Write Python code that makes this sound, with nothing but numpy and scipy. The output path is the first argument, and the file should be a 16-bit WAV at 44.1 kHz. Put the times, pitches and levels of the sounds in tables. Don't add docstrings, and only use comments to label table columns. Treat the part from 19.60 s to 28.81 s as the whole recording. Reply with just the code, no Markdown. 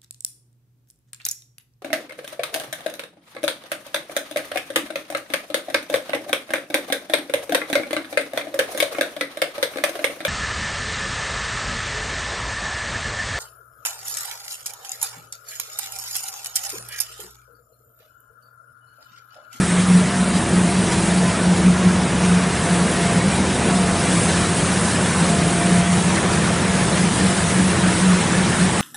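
import sys
import numpy as np
from scipy import signal
from scipy.fft import rfft, irfft, next_fast_len
from scipy.io import wavfile
from scipy.ndimage import uniform_filter1d, map_coordinates

SR = 44100
rng = np.random.default_rng(int(sys.argv[2]) if len(sys.argv) > 2 else 0)


def invert_db(level):
    return 10 ** (np.asarray(level, dtype=float) / 20)


def materialize(psi):
    bounded = np.clip(np.atleast_2d(psi).T, -1, 1)
    quanta = np.round(bounded * 32767).astype(np.int16)
    wavfile.write(sys.argv[1], SR, quanta)


N = 406161
TIME_S = np.arange(N) / SR


def unit(x):
    return x / np.sqrt(np.mean(x ** 2) + 1e-20)


def curves(rows):
    s, *columns = np.transpose(rows)
    return [np.interp(TIME_S, s, column) for column in columns]


def wobble(rate):
    points = rng.standard_normal(int(N * rate / SR) + 4)
    return map_coordinates(points, [np.arange(N) * rate / SR])


def filtered(x, response):
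    m = next_fast_len(N + SR // 4)
    return irfft(rfft(x, m) * response(np.fft.rfftfreq(m, 1 / SR)), m)[..., :N]


def gate(spans):
    t = np.arange(0, N + 64, 64) / SR
    total = 0
    for s, length in spans:
        opening = np.clip(np.minimum(t - s, s + length - t) / .018, 0, 1)
        total = total + np.sin(np.pi / 2 * opening) ** 2
    return np.interp(TIME_S, t, total)


def humps(rows, shape=1.054):
    t = np.arange(0, N + 128, 128) / SR
    tops = []
    for s, half, db, *_ in rows:
        tops.append(invert_db(db) * np.clip(1 - np.abs(t - s) / half, 0, 1) ** shape)
    return np.interp(TIME_S, t, np.max(tops, axis=0))


def rush(spectrum, patchy_db, ring_db=0):
    z = signal.stft(rng.standard_normal(N), nperseg=512)[2]
    patches = uniform_filter1d(rng.standard_normal(z.shape), size=9, axis=0)
    patches = uniform_filter1d(patches, size=12, axis=1)
    streaks = uniform_filter1d(rng.standard_normal(z.shape), size=5, axis=1)
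    gain = invert_db(patchy_db * unit(patches) + ring_db * unit(streaks))
    noise = signal.istft(z * gain, nperseg=512)[1][:N]
    f, db = np.transpose(spectrum)
    return unit(filtered(noise, lambda hz: invert_db(np.interp(np.log(hz + 1), np.log(f), db, -120, -120))))


def tone(hz, blur, flutter_db):
    phase = 2 * np.pi * np.cumsum(hz) / SR + blur * wobble(9)
    level = np.sqrt(2) * invert_db(flutter_db * wobble(11))
    return level * np.sin(phase + rng.uniform(0, 2 * np.pi))


# (frequency [Hz], level per Hz [dB])
BARREL_SPECTRUM = [(20, -23), (40, -13.5), (62, -9), (80, -4), (140, -0.5), (260, -4), (420, -5),
                   (1000, -13.5)]
# (frequency [Hz], level per Hz [dB])
HALL_SPECTRUM = [(350, -19), (700, -5), (1000, 0), (1800, -1), (2400, -5), (3300, -14), (5000, -34)]
# (frequency [Hz], level per Hz [dB])
PELLETS_SPECTRUM = [(1800, -18), (2800, -1.5), (3900, -0.5), (4400, -3), (6500, -3), (7600, -4.5),
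                    (9000, -30)]
# (frequency [Hz], level per Hz [dB])
AIR_SPECTRUM = [(6000, -20), (7400, -6.5), (8100, 0.5), (9300, 0), (10300, -2.5), (10550, -3.5),
                (10720, -23), (10900, -32)]
# (time [s], nearness to the barrel [dB], turn toward the cooling air [dB])
WALK = [(0, -2, 0), (.6, -3, -1.6), (1.2, 0, 0.5), (1.5, 0.5, 0.5), (1.8, 0, -1.5), (2.4, -0.8, -3),
        (3.2, 0.3, -0.5), (4.4, 1.5, 0.4), (4.55, 2, 4), (5.1, 0, 2.5), (5.7, 1.6, 2), (6.3, -1, 1),
        (6.6, 1.3, 0), (7.2, 0.7, 1), (7.5, .6, 2), (8.1, -0.5, 1.5), (8.7, -.3, 2), (9.21, -0.5, 1)]
# (level [dB], effect of nearness [dB per dB], effect of turning [dB per dB],
# growth as we walk into the hall [dB per s])
ROAR_LAYERS = [
    (-24, 0.92, -.05, 0.004),
    (-28, 0.12, 0.04, 0.31),
    (-32, 0.22, .45, 0.1966),
    (-31, .01, 1.02, 0.0129),
]
# (time [s], rise [dB])
FEED_SURGES = [(0.204, 1.5), (0.776, 2), (1.329, 2), (1.45, 0), (1.713, 1), (1.978, 1.5), (2.3, 0),
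               (2.652, 1.5), (3.147, 0.7), (3.584, 0.5), (3.816, 0), (4.53, 0.2), (4.7, .6), (5.3, .6),
               (6.304, -0.5), (6.567, 1.5), (6.74, 0.5), (7.378, 2), (7.676, 0.5), (7.9, .7), (8.3, 0.5),
               (8.6, .7), (9.009, 1)]
# (time [s], length [s])
AIR_PUFFS = [(0.0, .022), (.075, .07), (.17, .083), (.339, .068), (1.073, .067), (1.422, .065),
             (1.538, .075), (1.886, .12), (2.173, .073), (2.266, .091), (2.588, .125), (3.094, .085),
             (3.721, .079), (4.046, .084), (4.138, .077), (4.511, .083), (4.951, .063), (5.299, .077),
             (6.121, .043), (6.275, .082), (6.677, .102), (7.346, .1), (7.531, .082), (7.63, .099),
             (7.765, .26), (8.038, .085), (8.459, .077), (8.836, .1), (8.978, .095), (9.177, .033)]


def roar():
    near_db, turn_db = curves(WALK)
    levels = [db + near * near_db + turn * turn_db + deeper * TIME_S
              for db, near, turn, deeper in ROAR_LAYERS]
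    barrel_db, hall_db, pellets_db, air_db = levels
    load_db = 0.27 * wobble(14)
    for s, db in FEED_SURGES:
        load_db = load_db + db * np.exp(-((TIME_S - s) / 0.02) ** 2)
    puffs = gate(AIR_PUFFS)
    hall_db = hall_db + 1.17 * load_db
    pellets_db = pellets_db + 0.34 * puffs + 1.44 * load_db
    air_db = air_db - .5 + 1.1 * puffs + .8 * load_db + 0.7 * wobble(12)
    barrel = invert_db(barrel_db) * rush(BARREL_SPECTRUM, patchy_db=1.03, ring_db=1.43)
    hall = invert_db(hall_db) * rush(HALL_SPECTRUM, patchy_db=0.72, ring_db=2.5)
    pellets = invert_db(pellets_db) * rush(PELLETS_SPECTRUM, patchy_db=0.56, ring_db=3.0)
    air = invert_db(air_db) * rush(AIR_SPECTRUM, patchy_db=0.5, ring_db=3.0)
    return barrel + hall + pellets + air


# (multiple of its turning rate, level by the cabinet [dB], change at the barrel [dB])
SHAFT_ORDERS = [(5, -37, -3), (6.014, -44, 10), (7, -46.5, 3), (8.02, -43, 7), (9, -46, 0.5),
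                (9.97, -41.5, 4), (11.01, -34.5, 3), (23.93, -45.5, 4.5)]


def shaft():
    leaves_cabinet_s, crossing_s = 4.35, 0.66
    arrived = np.clip((TIME_S - leaves_cabinet_s) / crossing_s + .5, 0, 1)
    turning_hz = 14.93 * (1 + .002 * wobble(0.696))
    total = 0
    for order, db, change_db in SHAFT_ORDERS:
        level = invert_db(db + change_db * arrived + 1.7 * wobble(1.33))
        total = total + level * tone(order * turning_hz, blur=0.09, flutter_db=1.5)
    return total


# (time [s], half length [s], peak level [dB])
PUMP_SPOTS = [(.1, 0.38, -36), (.85, 0.65, -33), (2.4, .5, -33.5), (3.5, .45, -32), (4.0, .15, -30),
              (5.55, 0.42, -33), (6.4, .4, -42), (7.299, .6, -39), (8.7, 0.69, -36)]
# (time [s], half length [s], peak level [dB])
PUMP_OCTAVE_SPOTS = [(3.4, 0.71, -41), (5.6, .7, -41)]
# (time [s], half length [s], peak level [dB])
GEAR_SPOTS = [(0, .15, -35.5), (0.948, .24, -29.5), (1.369, .24, -29), (1.9, 0.29, -36), (2.5, 0.23, -35.5),
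              (3.15, .3, -33), (3.8, 0.44, -39), (4.7, .3, -34), (6.1, .2, -29), (6.6, 0.26, -31),
              (7.5, 0.18, -36), (8.198, .3, -29.5), (8.75, 0.24, -35), (9.21, 0.22, -34)]
# (time [s], half length [s], peak level [dB])
GEAR_OCTAVE_SPOTS = [(1.2, 0.1, -42), (1.75, 0.22, -37)]
# (time [s], half length [s], peak level [dB])
CUTTER_SPOTS = [(1.545, .3, -35), (2.6, .3, -41), (3.1, .4, -36.5), (3.5, 0.17, -31.5), (4.28, .3, -34),
                (5.2, .4, -43), (5.8, 0.15, -27.5), (6.1, .36, -29), (6.75, .3, -36.5), (7.15, .3, -37),
                (7.8, .25, -35.5), (8.199, 0.29, -42), (9.1, 0.53, -38.5)]
# (time [s], half length [s], peak level [dB])
FEEDER_SPOTS = [(.7, 0.26, -33.5), (1.5, .3, -46), (2.3, 0.59, -48), (3.0, .4, -37), (3.6, 0.27, -42),
                (4.199, 0.34, -35), (4.78, 0.25, -36.5), (7.5, .45, -40), (8.1, 0.28, -47), (9.0, .25, -47)]
# (time [s], half length [s], peak level [dB], #
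# pitch [Hz])
SHORT_SQUEALS = [
    (.44, 0.064, -34.5, 625),
    (1.102, .06, -31, 695),
    (1.32, .09, -32, 952),
    (1.552, 0.097, -38, 990),
    (1.673, .06, -32.5, 1020),
]


def drives():
    pump_hz, gear_hz, feeder_hz = 241.5, 328.5, 704
    cutter_hz = 690.5 - 6.5 * (TIME_S < 2.1)
    lines = [(pump_hz, PUMP_SPOTS), (2 * pump_hz, PUMP_OCTAVE_SPOTS),
             (gear_hz, GEAR_SPOTS), (2 * gear_hz, GEAR_OCTAVE_SPOTS),
             (cutter_hz, CUTTER_SPOTS), (feeder_hz, FEEDER_SPOTS)]
    whines = 0
    for hz, spots in lines:
        level = invert_db(-58.5) + humps(spots, shape=.4)
        whines = whines + level * tone(hz + 1.3 * wobble(3), blur=0.33, flutter_db=1.4)
    pitches = [(s + side * half / 2, hz) for s, half, _, hz in SHORT_SQUEALS for side in (-1, 1)]
    squeal_hz, = curves(pitches)
    return whines + humps(SHORT_SQUEALS, shape=.8) * tone(squeal_hz, blur=0.5, flutter_db=1.5)


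# (time [s], half length [s], peak level [dB], pitch [Hz])
BLADE_SWELLS = [(0.0, .05, -12.5, 182.3), (.174, 0.13, -15, 180.3), (.35, 0.158, -10.5, 180.3),
                (.63, .13, -16.5, 183.5), (.755, 0.049, -14.5, 185.5), (1.0, 0.145, -14.5, 180.6),
                (1.19, 0.088, -16, 182.6), (1.381, 0.083, -16.5, 179.3), (1.58, .22, -17, 181),
                (1.89, 0.14, -15, 180), (2.085, .12, -12, 181.9), (2.26, 0.089, -11.5, 180.9),
                (2.39, .11, -16, 182.8), (2.72, 0.2003, -15, 181.7), (3.145, 0.079, -14, 178.7),
                (3.224, 0.06, -14, 182), (3.584, 0.042, -14.5, 178.1), (3.665, 0.055, -15.5, 187),
                (4.19, 0.2214, -18, 184.3), (4.53, .12, -19.5, 185.8), (3.42, .13, -19.5, 182.5),
                (6.158, 0.141, -14, 177.8), (6.33, 0.12, -16.5, 177.5), (6.45, 0.15, -18, 179),
                (7.42, 0.14, -19.5, 181.4), (7.648, 0.073, -15.5, 187.6), (8.007, .15, -17, 184),
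                (8.254, .1, -17, 181.2), (8.787, .12, -18.5, 191.8), (9.04, 0.069, -13.5, 186)]
# (time [s], half length [s], peak level [dB], pitch [Hz])
LAST_SWELL = (8.5, 0.14, -12.5, 180.5)
# (frequency [Hz], width [Hz], level [dB])
DUCT_RINGS = [
    (169, 40, -8),
    (196, 20, -3),
    (364, 22, -11.5),
    (594, 43, -18),
]


def duct_ring(f):
    return sum(invert_db(db) * 1j * f * w / (c * c - f * f + 1j * f * w) for c, w, db in DUCT_RINGS)


def duct_turbulence():
    blade_hz, blade_width_hz = 182, 16

    def response(f):
        beside = 1 - np.exp(-((f - blade_hz) / blade_width_hz) ** 2)
        return beside * np.abs(duct_ring(f)) ** 1.63
    return unit(filtered(rng.standard_normal(N), response))


def blower():
    beats = BLADE_SWELLS + [LAST_SWELL]
    hz, = curves([(s, hz) for s, _, _, hz in beats])
    reach = humps([(s, 1.51 * half, 0) for s, half, *_ in beats])
    chance = np.hypot(wobble(17), .6 * wobble(17))
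    beads = invert_db(-26.5) * 1.9 * np.tanh(chance / 1.7) * np.clip(1 - 2.19 * reach, 0, 1)
    deepest_dip = invert_db(-29.5)
    swell = deepest_dip + np.maximum(humps(beats, shape=1.14), beads)
    slip_hz = 3.5 * wobble(24) * swell.mean() / swell
    flicker = invert_db(-1.78 + 1.3 * wobble(30))
    drone = flicker * swell * tone(hz + slip_hz, blur=0.29, flutter_db=0.64)
    return drone + invert_db(-27.5) * duct_turbulence()


def scene():
    mono = roar() + shaft() + drives() + blower()
    return np.array([mono, mono])


def roll_off(x):
    return signal.sosfilt(signal.butter(12, 11430, fs=SR, output="sos"), x)


# (frequency [Hz], level per Hz [dB])
TOP_SPECTRUM = [(10780, 5), (10950, 0), (11170, -8), (11230, -34)]
# (time [s], low edge [Hz])
SIDE_BANDS = [(.743, 4260), (.768, 8960), (3.066, 6310), (5.249, 4640), (5.249, 5590), (7.293, 5230),
              (7.71, 5170), (7.896, 8960), (8.616, 6900), (8.732, 6260), (8.732, 7060), (8.964, 6840),
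              (8.964, 8960)]


def record(dry):
    hiss = rng.standard_normal(N)
    side = 0
    for s, low in SIDE_BANDS:
        high = min(1.18 * low, 10300)
        band = unit(filtered(hiss, lambda hz: (hz > low) & (hz < high)))
        level = invert_db(-41) * (low / 5000) ** (5 / 6)
        side = side + level * gate([(s - .022, .045)]) * band
    both = dry + side * [[1], [-1]]

    top_open = invert_db(-58) * gate(AIR_PUFFS)
    narrow_hz, wide_hz = 10600, 10750
    is_wide = (wobble(14) > -.5) | (top_open > 0)
    wide = uniform_filter1d(1. * is_wide, size=SR // 50)
    edge = wide * filtered(both, lambda hz: (hz >= narrow_hz) & (hz < wide_hz))
    kept = filtered(both, lambda hz: hz < narrow_hz) + edge
    mix = kept + top_open * rush(TOP_SPECTRUM, patchy_db=1.5)
    return roll_off(mix)


dry = scene()
out = record(dry)
materialize(out)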